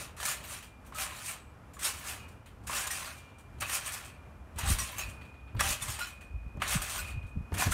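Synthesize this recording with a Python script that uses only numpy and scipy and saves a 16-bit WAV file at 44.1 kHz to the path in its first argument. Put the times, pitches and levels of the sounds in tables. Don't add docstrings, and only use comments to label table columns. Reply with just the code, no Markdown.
import sys
import numpy as np
from scipy import signal
from scipy.fft import rfft, irfft, next_fast_len
from scipy.io import wavfile
from scipy.ndimage import uniform_filter1d

SR = 44100
rng = np.random.default_rng(int(sys.argv[2]) if len(sys.argv) > 2 else 0)


def field_ratio(decibels):
    return 10 ** (np.asarray(decibels, dtype=float) / 20)


def wav_record(signal):
    frames = np.transpose(np.atleast_2d(signal))
    bounded = np.clip(frames, -1, 1)
    quanta = np.round(bounded * 32767).astype(np.int16)
    wavfile.write(sys.argv[1], SR, quanta)


N = 340893
STEP = 16


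def evened(x):
    return x / np.sqrt(np.mean(x ** 2) + 1e-20)


def coloured(x, points):
    size = next_fast_len(len(x))
    points_hz, points_db = np.transpose(points)
    hz = np.fft.rfftfreq(size, 1 / SR)
    gain = field_ratio(np.interp(np.log(hz + 1), np.log(points_hz + 1), points_db, left=-120, right=-120))
    return evened(irfft(rfft(x, size) * gain, size)[:len(x)])


def drift(size):
    once = uniform_filter1d(rng.standard_normal(N), size)
    return evened(uniform_filter1d(once, size))


def add(mix, s, sound):
    part = mix[round(s * SR):][:len(sound)]
    part += sound[:len(part)]


def mode(x, hz, t60_s):
    r = field_ratio(-60 / (t60_s * SR))
    poles = [1, -2 * r * np.cos(2 * np.pi * hz / SR), r * r]
    return signal.lfilter([1 - r], poles, x) * np.sin(2 * np.pi * hz / SR)


def fading_db(peak_s, rise_s, fall_s):
    t = np.arange(0, N, STEP) / SR - peak_s
    before = (np.maximum(-t, 0) / max(rise_s, .002)) ** 1.305
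    after = (np.maximum(t, 0) / max(fall_s, .002)) ** 1.244
    return 27.5 * (before + after)


def yard():
    # (frequency [Hz], density [dB per Hz])
    yard_spectrum = [(13, -57), (22, -41), (40, -13.5), (65, -2.5), (128, -10.5), (150, -14.5), (277, -18),
                     (345, -23), (700, -24), (1370, -26), (1900, -34), (2790, -37.5), (3880, -46.5),
                     (12700, -51.5), (15300, -64), (15800, -60)]
    return field_ratio(-51 + 1.1 * drift(size=6000)) * coloured(rng.standard_normal(N), yard_spectrum)


def slips(per_s, spread_db, hiss):
    size = field_ratio(spread_db * np.minimum(rng.exponential(1, N), 4)) * rng.standard_normal(N)
    clicks = size * (rng.random(N) < per_s / SR)
    return evened(clicks) + hiss * rng.standard_normal(N)


def coils(t60_s, patchy_db):
    coils_hz = [607, 789, 1076, 1220, 1392, 1679, 1780, 1930, 2250, 2386, 2520, 2607, 2827, 3046, 3210,
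                3750, 4600, 5230, 5820, 6620, 7004, 8009, 8149, 8393, 8824, 9170, 9700, 11000, 12200]
    shake, out = rng.standard_normal(N), np.zeros(N)
    for hz in np.outer(coils_hz, [1, 1.045]).ravel():
        chance = evened(uniform_filter1d(rng.standard_normal(N // 256 + 1), size=6))
        flare = field_ratio(patchy_db * np.minimum(chance, 2)).repeat(256)[:N]
        out += mode(flare * shake, hz, t60_s)
    return evened(out)


def patchy(x, spread_db):
    z = signal.stft(x, nperseg=256)[2]
    field = uniform_filter1d(rng.standard_normal(z.shape), size=4, axis=0)
    field = evened(uniform_filter1d(field, size=9, axis=1))
    return evened(signal.istft(z * field_ratio(spread_db * field), nperseg=256)[1][:N])


def effort():
    # (time [s], time for hooks to take the load [s])
    touches = [(-.02, .01), (.168, 0.013), (.925, 0.03), (1.783, 0.0066), (2.666, 0.0069), (3.601, 0.0086),
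               (4.558, 0.035), (5.589, 0.021), (6.6, 0.02), (7.535, 0.0061)]
    # (peak time [s], hook rasp [dB], rise [s], fall [s], mat scrape above it [dB])
    landings = [(.018, -45, 0.24, 0.093, -1), (.29, -37.5, 0.15, 0.12, -2.5),
                (1.022, -36, 0.092, 0.088, -4), (1.853, -31.5, 0.058, 0.11, -5), (2.69, -47, .3, 0.15, -12),
                (2.772, -36.5, 0.13, 0.18, -2.5), (3.606, -41, .05, 0.026, -11),
                (3.622, -43, 0.017, 0.049, 6.5), (3.749, -34, 0.12, 0.086, -4.5),
                (4.594, -52, 0.078, 0.26, 10.5), (4.706, -33, 0.083, 0.09, -4),
                (5.609, -28.5, 0.023, 0.012, -0.5), (5.64, -38.5, .1, 0.16, -2),
                (5.718, -32.5, 0.15, 0.065, -4), (6.63, -56.5, .1, 0.12, 12),
                (6.734, -32.5, 0.1, 0.071, -1.5), (7.613, -33, 0.058, 0.12, -1)]
    # (peak time [s], hook rasp [dB], rise [s], fall [s], mat scrape above it [dB])
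    rebounds = [(.534, -45, 0.17, 0.13, -1), (1.19, -51.5, 0.47, 0.17, 2.5), (1.309, -42, .2, 0.087, -3),
                (1.996, -51, 0.13, 0.026, -3), (2.091, -42.5, 0.13, 0.15, -1.5),
                (2.872, -36.5, 0.0076, 0.03, -6.5), (2.914, -41, 0.04, 0.28, -4),
                (3.04, -51.5, 0.21, 0.25, -3.5), (3.185, -61, .04, 0.04, -3),
                (3.1, -53.5, 0.47, 0.044, 7.5), (3.878, -41, 0.088, 0.089, -1.5),
                (3.935, -41.5, 0.033, 0.12, -4), (4.04, -60.5, 0.28, 0.13, 9.5),
                (4.798, -38.5, 0.03, 0.19, -2.5), (4.992, -48, 0.1, 0.15, 0.5),
                (5.824, -42.5, 0.04, 0.12, -1), (5.909, -41, 0.098, 0.11, -3), (6.03, -50.5, 0.15, 0.12, 6),
                (6.977, -42, 0.41, 0.11, -0.5), (7.104, -54, 0.18, 0.063, 3), (7.72, -37, 0.032, 0.23, -8)]
    # (time [s], peak level [dB], low knock above it [dB])
    snaps = [(.2009, -26, 4), (.2285, -21, 0.5), (.2528, -10.5, -7), (.313, -14, -4), (.947, -26, -12),
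             (.96, -26, -8), (1.152, -46, -10), (2.728, -23, 5), (3.921, -23, -11), (.9842, -18.5, -2.5),
             (1.26, -23, -8), (1.7928, -25.5, -24), (1.839, -25, -17.5), (2.6708, -28, -8),
             (2.8694, -27, -15), (2.9098, -21, -18), (3.6074, -21, -12), (3.695, -19, 1), (3.8602, -21, -1),
             (4.5854, -16.5, -16), (4.6848, -22, -32), (4.7855, -16.5, -1.5), (4.9816, -19, -2),
             (4.992, -26, 8.5), (2.739, -26, 4), (2.8, -22, 0), (4.72, -23, -5), (6.755, -26, 4),
             (.275, -26, -3), (5.5937, -24, 11), (5.8214, -22, -33), (5.882, -17.5, -3.5), (5.99, -21, -1),
             (6.6195, -20.5, 10.5), (6.6792, -15, -13), (6.818, -15.5, 0), (6.8957, -19.5, -24),
             (7.5403, -23.5, 2), (7.5816, -18, -18), (7.7157, -19, -6)]
    # (time [s], peak level [dB], low knock above it [dB])
    ticks = [(.165, -35, 2), (.437, -34, 7), (.624, -30.5, 2.5), (.8485, -45, 4), (.863, -37.5, -4),
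             (1.7337, -33.5, -3), (2.2822, -39, -5), (2.459, -40, 7.5), (2.6354, -44, -2),
             (3.1747, -49, -8), (3.3833, -38.5, -4), (3.5833, -47, 8), (4.047, -27.5, -7),
             (4.5381, -59, -2.5), (4.559, -35.5, -3), (5.085, -29.5, -1), (5.212, -46, 14), (5.25, -47, 8),
             (5.34, -60, 22), (5.4, -62, 18), (5.4745, -59.5, 21.5), (5.5648, -42.5, 14.5),
             (6.068, -26, -12), (6.2088, -38, 5.5), (6.5993, -47, 14), (7.227, -51, 14), (7.2644, -45.5, 4),
             (7.526, -36, 1)]
    slack_db, stroke_frame_db = -11.5, -7.5
    mat_lag, frame_lag = 0.38, 0.11

    power, now = 0, np.arange(0, N, STEP) / SR
    for s, db, rise_s, fall_s, mat_db in [*landings, *rebounds]:
        touch_s, grip_s = [row for row in touches if row[0] < s][-1]
        slack = np.clip(1 - (now - touch_s) / grip_s, 0, 1)
        grip = (now > touch_s) * field_ratio(slack_db * slack)
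        kept = np.outer([1, 1 - mat_lag, 1 - frame_lag], fading_db(s, rise_s, fall_s))
        shares_db = np.array([[0], [mat_db], [stroke_frame_db]])
        power = power + (grip * field_ratio(db + shares_db - kept)) ** 2
    power = power.repeat(STEP, axis=1)[:, :N]

    t = np.arange(SR // 4) / SR
    for rows, rise_s, t60_s, frame_db in ((snaps, .0006, .2, -9.5), (ticks, .0025, .23, -9)):
        jolt = (1 - np.exp(-t / rise_s)) * (1 + .5 * np.exp(-t / .004))
        for s, db, knock_db in rows:
            shape = jolt * field_ratio(db - 22.0 - 60 * t / t60_s)
            for part, share_db in zip(power, (0, knock_db, frame_db)):
                add(part, s - .0006, (shape * field_ratio(share_db)) ** 2)
    return np.sqrt(power)


def rasp():
    # (frequency [Hz], density [dB per Hz])
    hook_spectrum = [(3710, -41), (6300, -10.5), (6940, -4), (7460, -2.5), (8120, 0), (8980, 0),
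                     (10400, -4), (15200, -9.5), (15800, -14)]
    # (frequency [Hz], density [dB per Hz])
    mat_spectrum = [(210, -67), (350, -11), (503, -13.5), (585, -5), (832, -5), (1160, 0.5), (2270, -2),
                    (2550, -0.5), (4500, -8.5), (5850, -46), (9900, -120)]
    # (frequency [Hz], density [dB per Hz])
    frame_spectrum = [(2800, -15), (3600, -9), (4800, -2), (6200, 1.5), (7500, -10)]
    jangle = coils(t60_s=.055, patchy_db=6)
    hooks = patchy(evened(slips(6000, 2.1, 1.1)) + .55 * jangle, 1.7)
    mat = patchy(evened(slips(2500, 1.8, 1.0)) + 0.38 * jangle, 1.7)
    tugs = field_ratio(1.1 * drift(size=150))
    bright, low, middle = effort() * tugs
    scrape = low * coloured(mat, mat_spectrum)
    hums_hz = np.linspace(2200, 3100, 24) + rng.uniform(-15, 15, size=24)
    hum = sum(mode(scrape, hz, .6) for hz in hums_hz)
    hook_rasp = bright * coloured(hooks, hook_spectrum)
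    frame_rasp = middle * coloured(hooks + mat, frame_spectrum)
    return hook_rasp + frame_rasp + scrape + field_ratio(2) * hum


def fence(x):
    t = np.arange(SR // 3) / SR
    signs = rng.choice([-1., 1.], len(t))
    hits = rng.random(len(t)) < .05
    tail = signs * hits * field_ratio(-60 * t / 0.34) * (t > .008)
    tail = signal.lfilter([1], [1, -.45], tail)
    return signal.fftconvolve(x, tail / np.linalg.norm(tail))[:N]


def knocks():
    # (time [s], peak level [dB], mat note [Hz])
    strikes = [(0.2004, -29, 1160), (0.2527, -32, 1680), (0.312, -33, 1450), (0.923, -31.5, 1080),
               (1.768, -32.5, 1100), (1.791, -36, 2060), (2.695, -20, 1084), (4.585, -25.5, 920),
               (4.991, -27, 1148), (5.548, -35, 970), (5.595, -19, 1710), (5.607, -13, 1175),
               (5.607, -19, 1950), (3.6185, -25.5, 1775), (3.624, -22.5, 1140), (5.987, -26.5, 885),
               (6.572, -32, 600), (6.62, -24, 1295), (7.519, -26.5, 900), (7.541, -38, 1890),
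               (7.62, -14, 1006), (7.62, -21, 1530), (6.619, -21, 2010), (2.679, -30, 1710),
               (0.2291, -25.5, 980), (7.668, -22, 717), (7.721, -16.5, 1340)]
    out, t = np.zeros(N), np.arange(SR // 8) / SR
    rough = rng.standard_normal((len(strikes), len(t)))
    for (s, db, hz), noise in zip(strikes, rough):
        note = np.sin(2 * np.pi * hz * t) + 0.93 * evened(mode(noise, 1.15 * hz, 0.0023))
        note = note * field_ratio(-60 * t / 0.071) * np.minimum(t / 0.0012, 1)
        tick = 0.8 * uniform_filter1d(noise, size=5) * np.exp(-t / 0.00093)
        add(out, s, field_ratio(db - 12.5) * (note + tick))
    return signal.lfilter(*signal.butter(2, 550, "high", fs=SR), out)


def rustles():
    # (time [s], peak level [dB], t60 [s])
    thread_rubs = [(.437, -53, 0.28), (.624, -63, 0.18), (1.735, -72, 0.14), (1.93, -56, .2),
                   (1.99, -52, .15), (.863, -62, 0.17), (1.152, -66, .2), (2.46, -70, 0.26),
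                   (4.59, -52, .15), (4.72, -42, .2), (4.914, -50, .15), (4.955, -58, .15),
                   (4.982, -38, 0.12), (5.548, -64, .1), (5.99, -49, .2), (6.012, -52, 0.13),
                   (6.068, -58, 0.18), (6.977, -48, 0.15), (6.71, -59, .2), (6.9, -64, .2)]
    # (frequency [Hz], density [dB per Hz])
    weave_spectrum = [(9000, -30), (11500, -1), (13500, -4), (15700, -4)]
    power, t = np.zeros(N), np.arange(SR // 4) / SR
    for s, db, t60_s in thread_rubs:
        swell = (1 - np.exp(-t / 0.0019)) * field_ratio(db - 60 * t / t60_s)
        add(power, s, swell ** 2)
    return np.sqrt(power) * coloured(slips(5000, 2.5, .8), weave_spectrum)


def squeaks():
    # (time [s], length [s], frequency [Hz], level [dB])
    tones = [(.948, .04, 1282, -46), (1.117, .008, 1030, -45), (.996, .035, 780, -48),
             (2.838, .02, 1660, -46), (4.925, .015, 1000, -50), (2.73, .02, 2700, -47),
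             (1.736, .045, 7020, -65), (1.39, .12, 8000, -70), (2.908, .014, 5810, -46),
             (2.908, .014, 8850, -44), (2.903, .022, 1880, -45), (3.862, .032, 8820, -45),
             (4.788, .028, 5820, -39), (4.787, .055, 8820, -47), (4.685, .05, 8900, -44),
             (4.585, .05, 6550, -53), (4.8, .03, 1920, -44), (4.982, .015, 6420, -41),
             (4.98, .008, 7350, -42), (5.604, .006, 5600, -36), (4.992, .05, 2616, -45),
             (4.998, .03, 5378, -54), (5.01, .06, 4608, -59), (5., .045, 6885, -52), (5., .045, 4037, -55),
             (5.64, .05, 790, -44), (5.814, .014, 3550, -46), (5.822, .016, 8820, -44),
             (5.82, .01, 10500, -47), (6.985, .02, 8050, -47), (6.006, .03, 1428, -37),
             (6.04, .04, 1425, -52), (6.012, .03, 4045, -47), (6.02, .04, 5370, -52), (6.01, .03, 7140, -51),
             (6.058, .025, 3010, -55), (6.02, .05, 2500, -52), (6.045, .04, 4050, -60),
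             (6.985, .012, 1470, -40), (7.604, .05, 2400, -41), (6.015, .04, 4620, -58),
             (3.619, .06, 2530, -47), (3.645, .014, 2650, -46), (3.69, .01, 1850, -46),
             (6.988, .012, 4100, -48), (7.592, .045, 750, -43), (4.64, .07, 790, -48),
             (6.978, .012, 14000, -46), (6.75, .025, 8050, -44), (6.99, .025, 13500, -53),
             (.44, .025, 14300, -62), (.44, .02, 12900, -62), (6.705, .04, 9150, -46)]
    out = np.zeros(N)
    waver_s = np.cumsum(1 + .004 * drift(size=120)) / SR
    for s, length_s, hz, db in tones:
        t = np.arange(0, length_s + .05, 1 / SR)
        fade_db = -90 * t - 800 * np.maximum(t - length_s, 0)
        swell = np.minimum(t / .004, 1) * field_ratio(fade_db)
        tone = np.sin(2 * np.pi * hz * waver_s[round(s * SR):][:len(t)])
        add(out, s, field_ratio(db + 4) * swell * tone)
    return out * field_ratio(3 * drift(size=90))


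def springs():
    # (time [s], frequency [Hz], level [dB], t60 [s])
    rings = [(.63, 2397, -63, 1.3), (2.19, 2395, -62, .9), (1.38, 2390, -68, 1.1), (3.12, 2386, -61, 2.2),
             (3.12, 2397, -69, 2.), (3.12, 2830, -70, 1.5), (3.12, 2251, -70, 1.2), (4., 2387, -68, 2.4),
             (4., 2417, -68, 2.4), (4.99, 2454, -56, 3.), (4.99, 2482, -56, 1.), (4.99, 2522, -54, .8),
             (4.99, 2494, -64, 3.), (6., 2455, -57, 3.), (6., 2494, -61, 2.3), (6., 2522, -62, 3.),
             (6.977, 2454, -49, 1.1), (6.977, 2484, -55, 2.6), (6.977, 2526, -55, 1.),
             (6.99, 2419, -65, 2.), (6.985, 2640, -53, .25), (7.04, 2606, -54, .5), (6.99, 2250, -58, .4),
             (7.05, 2832, -63, .7), (6.01, 2622, -59, .45), (6.01, 2708, -60, .4), (4.995, 2998, -54, .2),
             (4.995, 2616, -56, .35), (5.02, 2250, -63, .6), (5.08, 2810, -60, .3), (5.23, 2620, -63, .3),
             (2.19, 2514, -57, .45), (2.19, 2853, -66, .9), (3.12, 3009, -66, .4)]
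    out, t = np.zeros(N), np.arange(0, .66, 1 / SR)
    for (s, hz, db, t60_s), phase in zip(rings, rng.random(len(rings))):
        sway = .45 * np.sin(2 * np.pi * (5 + 9 * phase) * t)
        ring = field_ratio(db + 4.5 - 60 * t / t60_s) * np.sin(2 * np.pi * (hz * t + phase) + sway)
        add(out, s, ring * signal.windows.tukey(len(t), .025))
    return out * field_ratio(1.8 * drift(size=900))


def steadied(x, size):
    return evened(x / (uniform_filter1d(x ** 2, size) + .1) ** .4)


def air():
    # (peak time [s], level [dB], rise [s], fall [s], flutter above it [dB])
    puffs = [(2.68, -48, 0.23, .12, -4), (3.59, -51, .1, 0.25, 2), (5.895, -45, 0.036, 0.067, -5),
             (6.575, -47, 0.031, 0.059, 7), (4.43, -44, 0.11, .04, -27), (4.56, -39.5, 0.031, 0.093, -7),
             (4.72, -35, 0.24, 0.071, -5), (4.83, -37, 0.27, 0.07, -10.5), (5.09, -43, 0.26, 0.09, -9),
             (5.45, -54, 0.71, .2, -20), (5.57, -35.5, 0.057, 0.2, -5), (5.71, -40, 0.27, 0.043, -4.5),
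             (5.84, -45, 0.12, 0.44, -10), (6.36, -36, 0.12, 0.074, -39), (6.48, -39, 0.23, 0.01, -32),
             (6.55, -42, 0.013, 0.39, -2.5), (6.77, -35, 0.097, 0.08, -14), (7.02, -45, 0.57, 0.79, -10),
             (7.18, -34.5, 0.15, 0.046, -19), (7.259, -38, 0.14, 0.019, -16),
             (7.362, -32, 0.018, 0.087, -6), (7.42, -42.5, .1, 0.091, -9), (7.53, -41, 0.025, 0.22, 6.5),
             (7.669, -35, 0.019, 0.077, 7), (7.72, -41, 0.067, .3, -12)]
    # (centre time [s], peak level [dB], frequency [Hz], length each side [cycles])
    gusts = [(4.638, -24.5, 75, 0.75), (4.6865, -28, 62.3, 2.3), (4.706, -21.5, 125, 1.05),
             (4.7177, -20.5, 80, 1.6), (4.732, -25, 48.3, 2.8), (4.713, -33, 276, 2.8),
             (5.556, -29, 85, 0.89), (5.64, -33, 66, 2.5), (5.669, -37, 64, 2), (5.714, -34, 70.5, 1.9),
             (5.896, -31.5, 95, 2), (7.564, -49, 140, 1), (7.685, -29, 70, 1.4), (7.715, -30, 55, 1.8),
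             (5.827, -30.5, 80.6, 1.1), (6.763, -23, 154, 3.8), (6.783, -33, 59, 3.6),
             (7.165, -27, 70, 0.86), (7.18, -26.5, 72, 1), (7.243, -34, 75, 1.1), (6.36, -34, 62, 2.2),
             (6.468, -34, 110, 1), (7.374, -24.5, 101, 1.2), (7.411, -28, 110, 1.04),
             (7.523, -28, 257, 0.96), (7.5277, -30, 72, 2), (7.6726, -28, 92, 1.2)]
    power = 0
    for s, db, rise_s, fall_s, flutter_db in puffs:
        peaks_db = np.array([[db], [db + flutter_db]])
        power = power + field_ratio(peaks_db - fading_db(s, rise_s, fall_s)) ** 2
    push, flutter = np.sqrt(power).repeat(STEP, axis=1)[:, :N]
    low = coloured(rng.standard_normal(N), [(25, -47), (40, -6.5), (62, 2.5), (85, -7.5), (120, -14.0)])
    upper = coloured(rng.standard_normal(N), [(90, 6.0), (125, -5.5), (200, -7), (350, -19.5), (600, -29.5)])
    out = field_ratio(-1) * (push * steadied(low, size=1200) + flutter * steadied(upper, size=700))
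    for s, db, hz, cycles in gusts:
        u = np.arange(-cycles, cycles, hz / SR)
        bell = np.exp(-(2.92 * u / cycles) ** 2)
        sinking = np.sin(2 * np.pi * (u - 0.16 * u ** 2))
        add(out, s - cycles / hz, field_ratio(db) * bell * sinking)
    return out


def scene():
    squeal = squeaks()
    trampoline = rasp() + knocks() + .5 * squeal + rustles()
    near_squeal = .5 * squeal
    mix = trampoline + field_ratio(-13.5) * fence(trampoline) + near_squeal + springs() + air() + yard()
    return mix[None]


def band_limit(x):
    return signal.sosfilt(signal.butter(12, 15960, fs=SR, output="sos"), x)


def record(dry):
    edge = signal.firwin(255, 15850, window=("kaiser", 8), fs=SR)
    limited = signal.oaconvolve(dry, edge[None], "same")
    return band_limit(limited)


dry = scene()
out = record(dry)
wav_record(out)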